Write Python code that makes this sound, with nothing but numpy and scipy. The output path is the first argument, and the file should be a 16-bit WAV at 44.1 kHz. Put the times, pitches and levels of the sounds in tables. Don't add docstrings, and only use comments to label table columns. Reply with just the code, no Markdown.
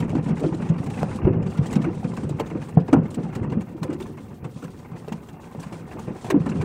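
import sys
import numpy as np
from scipy import signal
from scipy.fft import rfft, irfft
from scipy.io import wavfile
from scipy.ndimage import uniform_filter1d

SR = 44100
rng = np.random.default_rng(int(sys.argv[2]) if len(sys.argv) > 2 else 0)


def field_ratio(decibels):
    return 10 ** (np.asarray(decibels, dtype=float) / 20)


def master(y):
    cut = np.clip(np.atleast_2d(y).T, -1, 1)
    pcm = np.round(cut * 32767)
    wavfile.write(sys.argv[1], SR, pcm.astype(np.int16))


N = 293078
T = np.arange(N) / SR
COMMON = 0.88
CREST_DB = 12.0


def unit(x):
    return x / np.sqrt(np.mean(x ** 2))


def colour(x, points):
    hz, db = np.transpose(points)
    bins = np.arange(N // 2 + 1) * SR / N + 1
    gain = field_ratio(np.interp(np.log(bins), np.log(hz), db))
    return irfft(rfft(x) * gain, N)


def hiss(points):
    return unit(colour(rng.standard_normal(N), points))


def add(track, s, sound):
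    i = max(int(s * SR), 0)
    track[i:i + len(sound)] += sound[:N - i]


def modes(table):
    t = T[:SR // 2]
    return sum(field_ratio(db) * hz / SR * np.sin(2 * np.pi * hz * t) * 1000. ** (-t / t60)
               for hz, db, t60 in table)


def random_gain(size, spread_db):
    return field_ratio(-spread_db * np.log(1 - COMMON * size))


def bursts(per_s, spread_db, rise_s, fade_s):
    when, size = rng.random((4000, 2)).T
    count = int(per_s * N / SR)
    starts = np.zeros(N)
    starts[(when[:count] * N).astype(int)] = random_gain(size[:count], spread_db)
    t = T[:SR // 5]
    shape = (1 - np.exp(-t / rise_s)) ** 2 * np.exp(-t / fade_s)
    return signal.fftconvolve(starts, shape)[:N]


def patter(per_s, spread_db, cycles, low_hz, high_hz, points):
    out = np.zeros(N)
    for when, size, pitch in rng.random((6000, 3))[:int(per_s * N / SR)]:
        hz = low_hz * (high_hz / low_hz) ** pitch
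        turns = hz * T[:int(8 * cycles * SR / hz)]
        swell = turns / cycles * np.exp(-turns / cycles)
        gain = random_gain(size, spread_db) * hz
        add(out, when * N / SR, gain * swell * np.sin(2 * np.pi * turns))
    return unit(colour(out, points))


def thuds():
    # start in seconds, peak of the swing in dB,
    # pitch of the struck panel in Hz, knock in dB relative to the swing.
    blows = [(0.001, -15.5, 160, -11), (0.021, -20, 265, -1), (0.043, -20.5, 161, -1),
             (0.124, -24.5, 168, 3.5), (0.148, -16.5, 283, -10), (0.163, -14.5, 267, -4.5),
             (0.183, -18.5, 150, -6), (0.262, -24.5, 252, -2), (0.283, -21, 215, -1),
             (0.305, -15.5, 167, -14), (0.326, -18.5, 203, -14), (0.41, -30, 304, 12),
             (0.435, -24.5, 133, 12), (0.461, -16.5, 329, -39), (0.48, -24.5, 319, -23),
             (0.518, -18, 160, -34), (0.539, -23, 319, 0), (0.597, -25.5, 155, 4.5), (0.622, -20, 182, -21),
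             (0.697, -9, 159, -10), (0.715, -17.5, 166, -20), (0.798, -17.5, 156, -4.5),
             (0.882, -33, 118, -5), (1.018, -19, 152, -27), (1.0322, -16.5, 182, -19),
             (1.15, -22, 222, -11), (1.222, -16, 121, -11), (1.24, -11.5, 48, -22), (1.248, -9, 140.5, -4),
             (1.268, -10, 347, -1.5), (1.299, -14, 125, -32), (1.331, -23, 198, 4.5),
             (1.362, -15.5, 125, -14), (1.393, -23, 139, -5), (1.427, -22, 155, -6), (1.456, -18, 148, -5),
             (1.588, -10, 152, -14), (1.608, -13, 128, -11), (1.759, -7.5, 193, -7),
             (1.778, -13.5, 161, -27), (1.793, -20, 204, -10), (1.833, -20.5, 178, 1),
             (1.865, -20.5, 332, -2), (1.88, -24.5, 332, -12), (2.044, -15.5, 167.6, -2),
             (2.073, -22.5, 197, -22), (2.096, -20, 198, -25), (2.111, -21.5, 165, -22),
             (2.174, -27, 199, 6.5), (2.23, -22.5, 221, -1), (2.259, -27, 148, -17.5),
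             (2.296, -27, 310, 2.5), (2.305, -22, 134, -17), (2.342, -20.5, 151, -9),
             (2.398, -29, 281, 12.5), (2.509, -27.5, 245, 4.5), (2.546, -24.5, 325, 7),
             (2.569, -28.5, 196, -3), (2.768, -2, 166, -9.5), (2.79, -18.5, 171, -7.5),
             (2.88, -26.5, 229, 8), (2.926, -5, 277, -4.5), (2.941, -9.5, 280, -5.5), (2.954, -16, 263, -4),
             (2.968, -8, 160, -11), (2.98, -13, 245, -9), (2.993, -15.5, 163, -8), (3.01, -22.5, 153, -1),
             (3.031, -19, 170, -17), (3.053, -27.5, 219, -8), (3.169, -18.5, 250, -1),
             (3.181, -17, 164, -14), (3.2, -22.5, 244, -3.5), (3.234, -24.5, 178, -8),
             (3.358, -23.5, 143, 3.5), (3.41, -21.5, 112, -2), (3.44, -21, 207, -13),
             (3.516, -20, 114, -2.5), (3.567, -15, 209, -5.5), (3.59, -19, 198, -18), (3.746, -29, 316, -4),
             (3.815, -22, 160, 1.5), (3.842, -31.5, 245, 10.5), (3.888, -20, 290, 0.5),
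             (3.908, -28.5, 334, 7), (3.922, -22, 327, -13), (3.945, -26, 318, -36), (4.001, -28, 366, 3.5),
             (4.092, -34, 304, 2), (4.422, -31, 96, 0), (4.447, -25, 152, -0.5), (4.464, -35.5, 160, 5),
             (4.557, -25.5, 157, -9), (4.624, -35, 290, 6), (4.642, -23.5, 173, -9.5),
             (4.917, -29.5, 162, -14), (4.94, -28.5, 150, -0.5), (5.078, -31, 430, -11),
             (5.115, -22.5, 202, -3), (5.137, -23, 190.6, -18), (5.546, -32, 220, 0),
             (5.576, -29, 138, -7.5), (5.591, -29.5, 170, -4), (5.66, -27, 178, -8),
             (5.719, -34.5, 286, 10.5), (5.948, -30.5, 273, 3), (5.997, -32, 197, -2),
             (6.073, -23.5, 166, 2.5), (6.101, -25, 201, -2.5), (6.117, -34, 199, -16),
             (6.242, -29, 140, 1), (6.3, -19.5, 397, -6), (6.317, -18, 346, -1), (6.34, -7.5, 282, -7.5),
             (6.357, -8.5, 273, -15), (6.369, -11.5, 184, -14), (6.383, -20.5, 159, -14),
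             (6.401, -13.5, 157, -17), (6.462, -18, 254, 0), (6.473, -23, 173, -12), (6.49, -20, 192, -8),
             (6.521, -30, 256, -1), (6.546, -31, 253, -11.5), (6.561, -40, 196, -11),
             (6.594, -19.5, 140, -25), (6.616, -34.5, 198, 4), (6.625, -25.5, 393, -12.5)]
    # start in seconds, peak in dB,
    # pitch in Hz, contact time in milliseconds.
    bone_taps = [(0.13, -31, 770, 1.7), (0.153, -23, 775, 1.4), (0.282, -27, 790, 0.9),
                 (0.439, -19.5, 573, 1.9), (0.525, -30.5, 865, 1.8), (0.864, -37, 788, 11),
                 (0.91, -36, 790, 6.5), (0.979, -33.5, 775, 2.5), (1.031, -8.5, 650, 0.77),
                 (1.188, -28.5, 1094, 2.1), (2.03, -28, 770, 2), (2.136, -30, 1000, 2),
                 (2.175, -28, 1000, 0.97), (2.295, -25, 590, 1.2), (2.3985, -16, 900, 1),
                 (2.4015, -13, 600, 0.8), (2.408, -16.5, 450, 0.91), (2.7725, -11.5, 714, 1.6),
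                 (2.884, -23, 874, 1.4), (2.932, -7, 700, 0.58), (2.937, -17.5, 1364, 1.8),
                 (2.942, -12.5, 774, 1.6), (2.95, -22.5, 1090, 1.3), (2.965, -17, 840, 1.1),
                 (3.265, -33.5, 795, 3.6), (3.448, -27, 950, 1.2), (3.525, -35, 960, 1.9),
                 (3.83, -28, 1050, 1.8), (5.078, -27, 610, 0.79), (5.083, -23.5, 595, 0.49),
                 (5.122, -26, 950, 1), (5.549, -26.5, 603, 0.76), (5.724, -27.5, 597, 0.5),
                 (6.245, -25, 790, 1.2), (6.266, -27, 800, 1.5), (6.305, -39.5, 990, 0.43),
                 (6.343, -28, 905, 1.5), (6.461, -22.5, 940, 1.1), (6.494, -34, 900, 1.3)]
    # pitch in Hz, relative level in dB,
    # time to fade by 60 dB in seconds.
    crate_modes = [(479, -26, 0.075), (590, -22, 0.14), (797, -19, 0.095), (1040, -24.5, 0.047),
                   (1326, -29.5, 0.09), (1490, -23, 0.08), (1841, -30, 0.04)]
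    contact_s = 0.0089
    peak_at, fade_shape = 0.81, 1.16
    crack_db, crack_db_per_ms = -9.5, -12.5
    crack_fade_s = 0.0011
    force, knock, tap, crack = np.zeros((4, N))
    t = T[:SR // 5]
    for s, db, hz, knock_db in blows:
        u = t / contact_s
        fade = np.exp(2 * (1 - (u / peak_at) ** fade_shape) / fade_shape)
        press = u ** 2 * fade / peak_at ** 2
        add(force, s, -field_ratio(db) * press * np.sin(2 * np.pi * hz * t))
        add(knock, s, field_ratio(db + knock_db - CREST_DB) * u ** 2 * np.exp(2 - 1.615 * u))
    for s, db, hz, ms in bone_taps:
        u = t * 1000 / ms
        press = u ** 1.5 * np.exp(1.66 * (1 - u))
        add(tap, s, -field_ratio(db) * press * np.sin(2 * np.pi * hz * t))
        add(crack, s, field_ratio(db + crack_db + crack_db_per_ms * ms) * np.exp(-t / crack_fade_s))
    flesh = hiss([(50, -14.5), (200, 4.0), (450, -2.0), (1000, -17.5), (1600, -28.5),
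                  (3000, -49.0), (6000, -97.0)])
    dry_crack = hiss([(600, -5), (1500, -3.0), (5000, -8), (10000, -20.5), (16000, -15.0)])
    crate = signal.fftconvolve(tap, modes(crate_modes))[:N]
    return hull(force + knock * flesh + tap) + crate + crack * dry_crack


def hull(force):
    # pitch in Hz, relative level in dB, time to fade by 60 dB in seconds.
    hull_modes = [(120.6, 7, 0.29), (152, -19, 0.68), (177, 7.5, 0.12), (212, -21.5, 0.059),
                  (326, -8.5, 0.9), (381.7, 0, 0.67), (516, -1, 0.55), (575, 13.5, 0.029),
                  (800, -5.5, 0.062), (1550, -31, 0.065)]
    t = T[:SR // 2]
    rattle = hiss([(40, -6.0), (150, -3.5), (400, -2.5), (900, -10.0), (1600, 0.5), (5000, -15.0)])[:len(t)]
    rattle = rattle * (1 - np.exp(-t / 0.0028)) * 1000. ** (-t / 0.21)
    ring = field_ratio(-20.5) * modes(hull_modes) + field_ratio(-43.5) * rattle
    return force + signal.fftconvolve(force, ring)[:N]


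def slaps():
    # time in seconds, peak in dB, middle in dB relative to that peak.
    tail_slaps = [(0.001, -29.5, 3.5), (0.022, -41.5, 18.5), (0.039, -44.5, 3.5), (0.093, -37, 11),
                  (0.1503, -34.5, 9), (0.176, -41, 14), (0.241, -43, -10), (0.2596, -52.5, 22),
                  (0.2865, -34.5, 6), (0.306, -46.5, 17), (0.369, -40, 13.5), (0.3965, -36.5, 5),
                  (0.4334, -34, 6.5), (0.462, -40.5, -12), (0.524, -43, 8.5), (0.5427, -37, -5),
                  (0.593, -51.5, 14.5), (0.619, -40.5, 14), (0.656, -52, 21.5), (0.69, -32, 4.5),
                  (0.736, -46, 11), (0.781, -39, 7.5), (0.838, -38, -5), (0.862, -34.5, 6),
                  (0.9354, -40, 13.5), (0.899, -35, 5), (0.974, -38, 11.5), (0.994, -35.5, -4),
                  (1.1118, -45.5, 21), (1.157, -35, -29), (1.245, -42.5, 13.5), (1.27, -54, 28),
                  (1.329, -44, 11), (1.357, -56, 20), (1.424, -42, 10.5), (1.463, -37, 8.5),
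                  (1.5, -38.5, -4), (1.574, -33, 6), (1.632, -54, 28), (1.659, -33.5, -10),
                  (1.708, -36.5, 6), (1.7285, -27.5, 3.5), (1.7555, -25.5, 2.5), (1.816, -34.5, 8),
                  (1.841, -36, 14.5), (2.041, -37, 7.5), (2.138, -38.5, -9), (2.167, -34, 11),
                  (2.232, -36.5, -13), (2.2918, -33, -25), (2.397, -26, 8), (2.461, -39.5, 7.5),
                  (2.4992, -43, 14), (2.616, -38, 8.5), (2.685, -39, 8), (2.797, -39.5, -10),
                  (2.879, -38, 11), (2.929, -21, 9.5), (3.052, -42, 11), (3.105, -39, -23),
                  (3.143, -32.5, -1), (3.229, -44, 9), (3.327, -44.5, 16.5), (3.352, -31, 6.5),
                  (3.429, -42, 16.5), (3.452, -57, 15), (3.498, -42, 10.5), (3.521, -38, 11.5),
                  (3.607, -38, 8), (3.83, -27, 7), (3.9, -42.5, 14.5), (3.928, -35, 5.5), (4.001, -35, 9.5),
                  (4.021, -35.5, -25), (4.064, -42, 4), (4.172, -44.5, 14.5), (4.442, -38.5, 10.5),
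                  (4.622, -42, 10), (4.6397, -38, 3.5), (4.789, -46, 7), (4.958, -55.5, 22),
                  (5.081, -45.5, 12.5), (5.1217, -31.5, 6), (5.286, -41, 5), (5.5977, -36, -10),
                  (5.627, -40, 13.5), (5.665, -43, 8), (5.725, -39, 10.5), (5.92, -43.5, 6),
                  (5.9904, -35.5, -12), (6.074, -58, 24.5), (6.244, -36, 4.5), (6.265, -36.5, 6.5),
                  (6.3022, -19, 9), (6.46, -34, 14), (6.491, -33, 3), (6.5127, -47.5, 23), (6.555, -42, 15),
                  (6.612, -30.5, 11)]
    # frequency in Hz, relative level in dB.
    splat_colour = [(800, -2.5), (2000, 0.5), (3000, 11.5), (5000, 5.5), (8000, 8), (10000, 0),
                    (16000, -18.5)]
    # frequency in Hz, relative level in dB.
    smack_colour = [(300, -24.5), (800, 7), (1500, -1.5), (2800, -5.5), (4000, -57)]
    usual_fade_s, usual_db = 0.005, -31.5
    shorter_db_per_db = 0.16
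    tail_db, tail_s = -16.5, 0.028
    bright, dull = np.zeros((2, N))
    t = T[:SR // 5]
    for s, db, dull_db in tail_slaps:
        u = t / usual_fade_s * field_ratio(shorter_db_per_db * (db - usual_db))
        add(bright, s - 0.002, field_ratio(db - CREST_DB) * u ** 1.15 * np.exp(0.96 * (1 - u)))
        swell = u * np.exp(1 - u ** 0.9)
        thrown_water = field_ratio(tail_db) * np.minimum(u, 1) * np.exp(-t / tail_s)
        add(dull, s - 0.001, field_ratio(db + dull_db - CREST_DB) * (swell + thrown_water))
    spray = field_ratio(-11.5) * hiss([(8000, -35.5), (11000, -5.0), (16000, -1)])
    splat = 0.7 * hiss(splat_colour) + 0.61 * patter(850., 8.0, 6.0, 1500., 11970.0, splat_colour)
    smack = 0.45 * hiss(smack_colour) + 0.64 * patter(880., 4.3, 4.0, 447.0, 3533.0, smack_colour)
    return bright * (splat + spray) + dull * smack


def heap():
    # time in seconds, then drumming, slithering and dripping levels in dB.
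    s, drum_db, slither_db, drip_db = np.transpose([(0.0, -24, -42.5, -61.5), (0.48, -29, -39, -54),
                                                    (0.87, -27.5, -41.5, -63), (0.999, -25.5, -37, -49),
                                                    (1.2, -28.5, -35.5, -57), (1.35, -17.5, -43, -69),
                                                    (1.55, -31, -38.5, -56), (1.75, -23.5, -37, -54),
                                                    (2.02, -30, -43.5, -59.5), (2.3, -29.5, -40.5, -60.5),
                                                    (2.78, -32, -42.5, -62.5), (3.28, -30.5, -43, -61),
                                                    (3.55, -25.5, -42.5, -67.5), (3.66, -35, -45.5, -59.5),
                                                    (4.02, -32, -47, -64), (4.3, -38, -49, -63),
                                                    (5.0, -39.5, -46, -61.5), (5.5, -42, -44.5, -59),
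                                                    (5.85, -36.5, -41.5, -58), (6.4, -39, -41, -57.5),
                                                    (6.52, -22, -40.5, -54)])
    # frequency in Hz, relative level in dB.
    rumble_colour = [(20, 20), (45, -7.5), (100, 13.5), (160, 12), (300, 7.5), (600, -8.5), (1100, -23.5),
                     (3000, -61.5)]
    slither_colour = [(250, 8.5), (500, -1.5), (800, 2.5), (1100, -2), (1600, -11), (2800, -14.5),
                      (3600, -67)]
    drip_colour = [(1500, -22.5), (3200, 2.5), (5000, -2), (8500, -1), (10000, -5), (12000, -38.5),
                   (16000, -37)]
    small_blows = 0.56 + bursts(70., 2.5, 0.014, 0.011)
    drum = hull(small_blows * hiss(rumble_colour))
    rubbing = 0.74 + bursts(46.0, 4.7, 0.0011, 0.0056)
    wet_skin = 1.37 * hiss(slither_colour) + patter(800., 1.8, 3.53, 352.7, 3715.0, slither_colour)
    slither = hull(rubbing * wet_skin)
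    dripping = 0.63 + bursts(110.0, 7.9, 0.00031, 0.032)
    drops = hiss(drip_colour) + 0.36 * patter(1100.0, 4.8, 6.3, 2354.0, 11370.0, drip_colour)
    drip = dripping * drops
    layers = (drum_db, drum), (slither_db, slither), (drip_db, drip)
    return sum(field_ratio(np.interp(T, s, db)) * unit(sound) for db, sound in layers)


def top_hiss():
    flicker = 2.2 + bursts(33.0, 2.5, 0.002, 0.01)
    return field_ratio(-66) * unit(flicker * hiss([(7000, -47.0), (10500, -2.0), (16000, 1)]))


def smooth_db(x):
    return 10 * np.log10(uniform_filter1d(x ** 2, int(0.031 * SR)).clip(1e-12))


def drop_weak_treble(x):
    # lower edge in Hz,
    # dB under the whole sound where the band is half gone, softness of the change in dB.
    bands = [(3360, 44.5, 13.5), (6240, 38, 10.5), (9770, 41, 8.5), (12530, 35, 5)]
    upper_edges = [row[0] for row in bands[1:]] + [SR / 2]
    hz, spectrum, out = np.arange(N // 2 + 1) * SR / N, rfft(x), x
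    for (low_hz, under_db, soft_db), high_hz in zip(bands, upper_edges):
        band = irfft(spectrum * (hz > low_hz) * (hz <= high_hz), N)
        excess_db = smooth_db(x) - smooth_db(band) - under_db
        shut = 0.5 + 0.5 * np.tanh(excess_db / soft_db)
        out = out - shut * band
    return out


def scene():
    return (thuds() + slaps() + heap() + top_hiss())[None]


def band_limit(x):
    return signal.sosfilt(signal.butter(12, 16450, fs=SR, output="sos"), x)


def record(dry):
    bass_cut = signal.butter(3, 45., "highpass", fs=SR, output="sos")
    top_cut = signal.ellip(8, 0.2, 70, 15600, fs=SR, output="sos")
    rounded = dry / (1 + dry ** 4 / 2) ** 0.25
    heard = signal.sosfilt(bass_cut, rounded)
    mix = signal.sosfilt(top_cut, drop_weak_treble(heard))
    return band_limit(mix)


dry = scene()
out = record(dry)
master(out)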